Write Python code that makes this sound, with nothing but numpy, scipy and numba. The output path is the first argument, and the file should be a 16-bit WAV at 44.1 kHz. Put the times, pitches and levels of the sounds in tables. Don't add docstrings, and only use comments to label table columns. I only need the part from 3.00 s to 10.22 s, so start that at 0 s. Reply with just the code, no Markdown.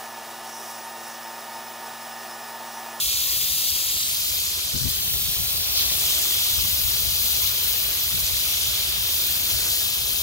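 import sys
import numpy as np
from scipy import signal
from scipy.fft import rfft, irfft
from scipy.io import wavfile
from scipy.ndimage import uniform_filter1d
from numba import njit

SR = 44100
rng = np.random.default_rng(int(sys.argv[2]) if len(sys.argv) > 2 else 0)


def to_wav(s):
    ch = np.atleast_2d(s).T
    pcm = np.round(np.clip(ch, -1, 1) * 32767)
    wavfile.write(sys.argv[1], SR, pcm.astype(np.int16))


def undo_db(level):
    steps = np.asarray(level, float) / 20
    return 10 ** steps


N = 318402

# (time [s], level [dB], fine spatter over usual [dB], heavy drops over usual [dB])
SPLASH_DB = [(0, -29.5, 3.5, -1), (.75, -29.5, 1.5, -3.5), (1.3, -30.5, 3, -0.3), (1.8, -30, 1, -1.5),
             (2.03, -33, 0.2, 0.5), (2.67, -29, -4.5, -2), (2.9, -27, -1, -1), (3.17, -28, 2, 1),
             (3.7, -28, -2.7, 0.5), (4.3, -28.5, -1.5, -0.5), (4.75, -30.5, -3, 1.3),
             (5.17, -29.5, 0.5, 0.2), (5.97, -28.5, -3.5, 1.5), (6.41, -29, -0.5, 0.3),
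             (6.71, -27, 0.5, -1.2), (7.0, -30.5, 0.5, 2), (7.22, -30, 1, 1.2)]
# (frequency [Hz], density [dB per Hz])
SPLASH_COLOUR_DB = [(2000, -39), (2500, -6.5), (2950, -6.5), (3200, 2.5), (3650, 1.5), (4500, 0.5),
                    (5500, -2.5), (6900, -2.5), (7500, -7), (9000, -7), (11000, -9), (14000, -6)]
# (from [Hz], to [Hz])
SPATTER_HZ = (5500, 7600)
# (from [Hz], to [Hz])
HEAVY_HZ = (3340, 4360)
# (time [s], lead [ms], phase turn [rad])
ROOTS_LEAD_MS = [(0, 0.3, 0), (.9, 0.28, 0), (1.2, 0.16, 0.5), (1.8, 0.16, 0), (1.95, 0.0084, 4),
                 (2.25, -0.044, 3), (2.9, -0.029, 4.5), (3.05, 0.15, 0), (4.6, 0.16, 0), (6.2, 0.16, 0),
                 (6.6, 0.17, 0), (7.22, 0.18, 0)]
# (time [s], share of strays [0-1])
SPLASH_STRAYS = [(0, 0.15), (1.0, 0.22), (1.8, 0.53), (2.2, 0.22), (2.7, 0.37), (3.2, 0.31), (4.5, .35),
                 (5.2, 0.53), (6.4, 0.3), (6.7, .12), (7.22, 0.21)]
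# (time [s], half length [s], splash [dB], mist [dB])
JOLTS_DB = [
    (.12, 0.091, -0.5, -4),
    (.82, .1, -1, -1),
    (1.89, .04, 1, 2),
    (2.79, .07, 4.5, 3),
    (4.46, .06, 2, 1),
    (4.53, 0.044, -1.5, -2.5),
    (4.65, 0.11, 1, 2.5),
    (6.67, .08, -1, -0.5),
    (6.92, 0.036, 0, -3),
]
# (time [s], level [dB])
MIST_DB = [(0, -29), (.3, -31), (.72, -32), (.94, -33.5), (1.07, -36), (1.31, -35), (1.69, -35.5),
           (2.07, -30), (2.41, -28.5), (2.67, -30), (3.3, -28), (3.72, -28), (4.2, -29), (4.83, -28.5),
           (5.97, -29.5), (6.17, -27), (6.84, -30), (7.22, -32)]
# (frequency [Hz], density [dB per Hz])
MIST_COLOUR_DB = [(5000, -25), (8500, -13.5), (9380, -7.5), (14700, 1.5), (15200, 0.5), (15800, 6.5)]
# (time [s], lead [ms], phase turn [rad])
NOZZLE_LEAD_MS = [(0, 0.45, -1.5), (.7, 0.65, -3), (1.4, 0.57, -0.5), (2.0, 0.24, 0.5), (2.15, 0.094, 2.7),
                  (2.7, 0.073, 3.5), (3.05, 0.4, 4.5), (4.75, 0.42, 2), (4.95, 0.11, -2.5), (6.2, 0.16, -3),
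                  (6.45, 0.43, -4), (7.22, 0.47, -6)]
# (time [s], level [dB], extra on leaves [dB])
PATTER_DB = [(0, -50, 1), (1.5, -50.5, 2), (2.4, -47, -2.5), (3.2, -46, 1.5), (4.3, -48, 0),
             (5.5, -47.5, 1.5), (6.5, -47, .5), (7.22, -47.5, -3.5)]
# (frequency [Hz], density [dB per Hz])
PATTER_COLOUR_DB = [(120, -40), (200, -7.5), (270, -9.5), (390, 0), (480, -8), (660, -1.5), (850, -7.5),
                    (1200, -3.5), (1650, -1), (2200, -0.5), (2700, 1.5), (3200, -17)]
# (time [s], lead [ms], share of strays [0-1])
LEAVES_LEAD_MS = [(0, 0.37, 0.035), (1.1, 0.36, 0.086), (2.0, 0.31, 0.62), (3.0, 0.33, 0.3),
                  (4.6, 0.32, .4), (7.22, 0.28, 0.51)]
# (time [s], half length [s], level [dB])
GUSHES_DB = [
    (3.15, 0.16, 1),
    (6.66, 0.051, 4.5),
]
# (time [s], level [dB], gust edge re level [dB])
WIND_DB = [(0, -45, -8), (.2, -50, -2), (1.6, -48.5, -6.5), (2.0, -40.5, -7), (2.7, -41.5, -9.5),
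           (3.4, -45.5, -5.5), (3.9, -41.5, -7), (4.5, -45.5, -6), (5.2, -42, -7), (6.0, -43, -13),
           (6.4, -44.5, -5), (7.22, -43, -10)]
# (frequency [Hz], density [dB per Hz])
WIND_COLOUR_DB = [(12, -43), (20, -17), (45, 0), (70, 6), (173, -11), (200, -27), (260, -36), (440, -120)]
# (frequency [Hz], density [dB per Hz])
EDGE_COLOUR_DB = [(80, 1), (140, 3), (200, -3), (350, -15), (500, -21.5), (800, -38)]
# (time [s], rise time [s], level change [dB], left minus
# right [dB], change of edge re level [dB])
BUFFETS_DB = [(1.755, 0.04, 10, 19, 12), (1.812, 0.014, 4.5, 26, 8), (1.852, 0.046, 7, 27.5, 8),
              (2.13, 0.065, 4.5, 8, -14), (2.27, 0.055, -4, 19, 0), (2.385, .055, 3, 15, 1.5),
              (2.63, .04, 2, 0, -5), (3.58, 0.047, 4, 10, -4), (3.65, 0.048, 8, 5, -4),
              (3.85, .05, 6, 11, -13), (4.04, 0.1, 3.5, 9, -2), (4.44, .05, 4, -1, -4),
              (4.79, .025, 5, 1, -9), (4.87, 0.058, 5, 8, -5), (5.15, 0.046, 6, 15, 0),
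              (5.23, 0.027, 2, 11, -9), (5.32, 0.068, 2, 6, -7), (5.63, 0.03, -2, 15, -16),
              (5.69, .03, 6, 8, -10), (5.77, 0.033, 4, 11, -11), (5.99, 0.055, 6.5, 2, -4),
              (6.54, 0.024, 6, 9, -9), (6.62, 0.021, 5, 1.5, -1.5), (6.69, .025, 6, -3, -1)]
# (frequency [Hz], left minus right [dB])
PORTS_DB = [(200, -3.5), (1000, -0.5), (2000, 2), (2800, 1.4), (3300, -1), (4200, 4), (5000, 1.2),
            (5600, 2.5), (7000, 3), (7600, -2.5), (10500, -1.5), (13000, -0.5), (15500, 2.5)]
# (left delay [ms], right delay [ms], level [dB])
BOUNCES_MS = [
    (1.1, 0.784, -17),
    (1.9, 2.3, -15.5),
    (3.1, 2.7, -9),
    (5.3, 6.1, -9),
]


def splash():
    shower = drops(SPLASH_COLOUR_DB, drops_per_s=18000, cycles=3.64, scatter_db=1.0, flicker_db=0.5, surge_db=0.35)
    s, hz = shower[:2]
    db, spatter_db, heavy_db = curves(SPLASH_DB, s)
    jolt_db = bumps(JOLTS_DB, s)[0]
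    lead_ms, turn_rad = curves(ROOTS_LEAD_MS, s)
    fine = np.interp(hz, SPATTER_HZ, (0, 1))
    heavy = np.interp(hz, HEAVY_HZ, (1, 0))
    db = db + jolt_db + 3
    db += fine * (spatter_db - 1.4 * jolt_db)
    db += heavy * (heavy_db - 0.21 * jolt_db)
    pan_db = -1.4 - 5 * lead_ms + 0.25 * s
    stray = curves(SPLASH_STRAYS, s)[0]
    return heard(shower, db, pan_db, lead_ms, turn_rad, width_ms=0.014, stray=stray)


def mist():
    usual_db = -29.5
    shower = drops(MIST_COLOUR_DB, drops_per_s=22000, cycles=2.95, scatter_db=1.5, flicker_db=0.7, surge_db=0.38)
    s = shower[0]
    db = curves(MIST_DB, s)[0] + bumps(JOLTS_DB, s)[1]
    lead_ms, turn_rad = curves(NOZZLE_LEAD_MS, s)
    pan_db = 1.5 + 12 * lead_ms - 0.7 * (db - usual_db)
    return heard(shower, db + 3, pan_db, lead_ms, turn_rad, width_ms=0.018, stray=0.48)


def patter():
    shower = drops(PATTER_COLOUR_DB, drops_per_s=5500, cycles=3.27, scatter_db=0.84, flicker_db=0.62, surge_db=0.36)
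    s, hz = shower[:2]
    db, leaves_db = curves(PATTER_DB, s)
    lead_ms, leaf_stray = curves(LEAVES_LEAD_MS, s)
    leafy = np.interp(np.log(hz), np.log((750, 2000)), (0, 1))
    soil_stray = np.interp(hz, (300, 600), (0.08, 0.3))
    db = db + bumps(GUSHES_DB, s)[0] + 7.5 + leafy * leaves_db
    stray = soil_stray * (1 - leafy) + leaf_stray * leafy
    return heard(shower, db, 2.4, leafy * lead_ms, 0, width_ms=0.0056, stray=stray)


def wind():
    s, ms = np.arange(N) / SR, np.arange(N) * 1000 // SR
    db, edge_db = curves(WIND_DB, s)
    rise_db, pan_db, bright_db = bumps(BUFFETS_DB, s, tail=1.6)
    db = db + rise_db
    edge_db = edge_db + bright_db
    pan_db = pan_db + 2
    ports_db = np.array([pan_db, -pan_db]) / 2
    hz = np.maximum(np.arange(N // 2 + 1) * SR / N, 1)
    band = (hz < 2000) * (hz > 27)
    shared = 2.4 * undo_db(-1.1 * np.abs(pan_db))
    out = 0
    for colour, layer_db, lumps_db in ((WIND_COLOUR_DB, db, 1.75), (EDGE_COLOUR_DB, db + edge_db, 3.25)):
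        noise = rfft(rng.standard_normal((3, N)))
        common, left, right = irfft(noise * undo_db(colour_db(colour, hz)) * band, N)
        air = (np.array([left, right]) + shared * common) / np.sqrt(1 + shared ** 2)
        air = air * undo_db(lumps_db * walk(28, count=2)[:, ms])
        out = out + unit(air) * undo_db(layer_db + 1.4 + ports_db)
    return out


def drops(colour, drops_per_s, cycles, scatter_db, flicker_db, surge_db):
    chance = rng.random((int(drops_per_s * N / SR), 4)).T
    s = chance[0] * N / SR
    lo_hz, hi_hz = colour[0][0], min(colour[-1][0], 0.45 * SR)
    hz = lo_hz * (hi_hz / lo_hz) ** chance[1]
    decay = hz / SR / cycles
    ms, size_class = (s * 1000).astype(int), (chance[1] * 8).astype(int)
    surge = walk(3.78)[0, ms] + walk(12)[0, ms] + walk(60)[0, ms]
    flicker = walk(7, count=8)[size_class, ms]
    flow_db = surge_db * surge + flicker_db * flicker
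    strength_db = scatter_db * np.minimum(-np.log(1 - chance[2]), 4)
    size = undo_db(colour_db(colour, hz) + flow_db + strength_db) * np.sqrt(hz * decay)
    return s, hz, decay, size * np.sign(chance[3] - 0.5)


def heard(shower, db, pan_db, lead_ms, turn_rad, width_ms, stray):
    s, hz, decay, size = shower
    place = rng.standard_normal((len(s), 2)).T
    spread_ms = np.where(np.abs(place[1]) < 1.1 * stray, 3, width_ms)
    lag = (lead_ms + spread_ms * place[0]) * SR / 1000
    turn = 2 * np.pi * hz / SR
    power = np.sum(size ** 2 / decay) / N * 0.099
    gain = size * undo_db(db) / np.sqrt(power)
    pan_db = pan_db + colour_db(PORTS_DB, hz)
    left_size = gain * undo_db(pan_db / 2) + 0j
    right_size = gain * undo_db(-pan_db / 2) * np.exp(-1j * turn_rad)
    left = rings(N, s * SR, turn, decay, left_size)
    right = rings(N, np.maximum(s * SR + lag, 0), turn, decay, right_size)
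    return np.array([left, right])


@njit
def rings(n, start, turn, decay, size):
    out = np.zeros(n + 4096)
    for k in range(len(start)):
        i = int(start[k]) + 1
        slow, fast = complex(-decay[k], turn[k]), complex(-4 * decay[k], turn[k])
        z = size[k] * np.exp(slow * (i - start[k]))
        w = size[k] * np.exp(fast * (i - start[k]))
        p, q = np.exp(slow), np.exp(fast)
        for j in range(min(int(4 / decay[k]), 4000)):
            out[i + j] += (z - w).imag
            z, w = z * p, w * q
    return out[:n]


def bounced(x):
    at, ms = np.arange(N), np.arange(N) * 1000 // SR
    out = x.copy()
    dull = signal.sosfilt(signal.butter(1, 6000, fs=SR, output="sos"), x)
    for left_ms, right_ms, db in BOUNCES_MS:
        drift_ms = 0.12 * uniform_filter1d(walk(0.805, count=2)[:, ms], size=200, axis=1)
        for port, delay_ms in enumerate((left_ms, right_ms)):
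            delay = (delay_ms + drift_ms[port]) * SR / 1000
            out[port] += undo_db(db) * np.interp(at - delay, at, dull[port])
    return out


def bumps(table, s, tail=1.0):
    at, half, *columns = np.transpose(table)
    late = (s[:, None] - at) / np.maximum(half, 0.01)
    late = np.where(late > 0, late / tail, late)
    shape = np.cos(np.clip(late, -1, 1) * np.pi / 2) ** 2
    return [shape @ c for c in columns]


def walk(rate_hz, count=1):
    k = max(int(1000 / rate_hz), 1)
    held = np.repeat(rng.standard_normal((count, N * 1000 // SR // k + 2)), k, axis=1)
    return unit(uniform_filter1d(uniform_filter1d(held, k, axis=1), k, axis=1))


def curves(table, s):
    t, *columns = np.transpose(table)
    return [np.interp(s, t, c) for c in columns]


def colour_db(table, hz):
    f, db = np.transpose(table)
    return np.interp(np.log(hz), np.log(f), db)


def unit(x):
    return x / np.sqrt(np.mean(x ** 2))


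def scene():
    return bounced(splash() + mist()) + patter() + wind()


def roll_off(x):
    return signal.sosfilt(signal.butter(12, 16470, fs=SR, output="sos"), x)


def record(dry):
    top = signal.ellip(10, 0.2, 44, 15770, fs=SR, output="sos")
    bottom = signal.butter(3, 33, "high", fs=SR, output="sos")
    mix = signal.sosfilt(np.vstack([top, top, bottom]), dry)
    return roll_off(mix)


dry = scene()
out = record(dry)
to_wav(out)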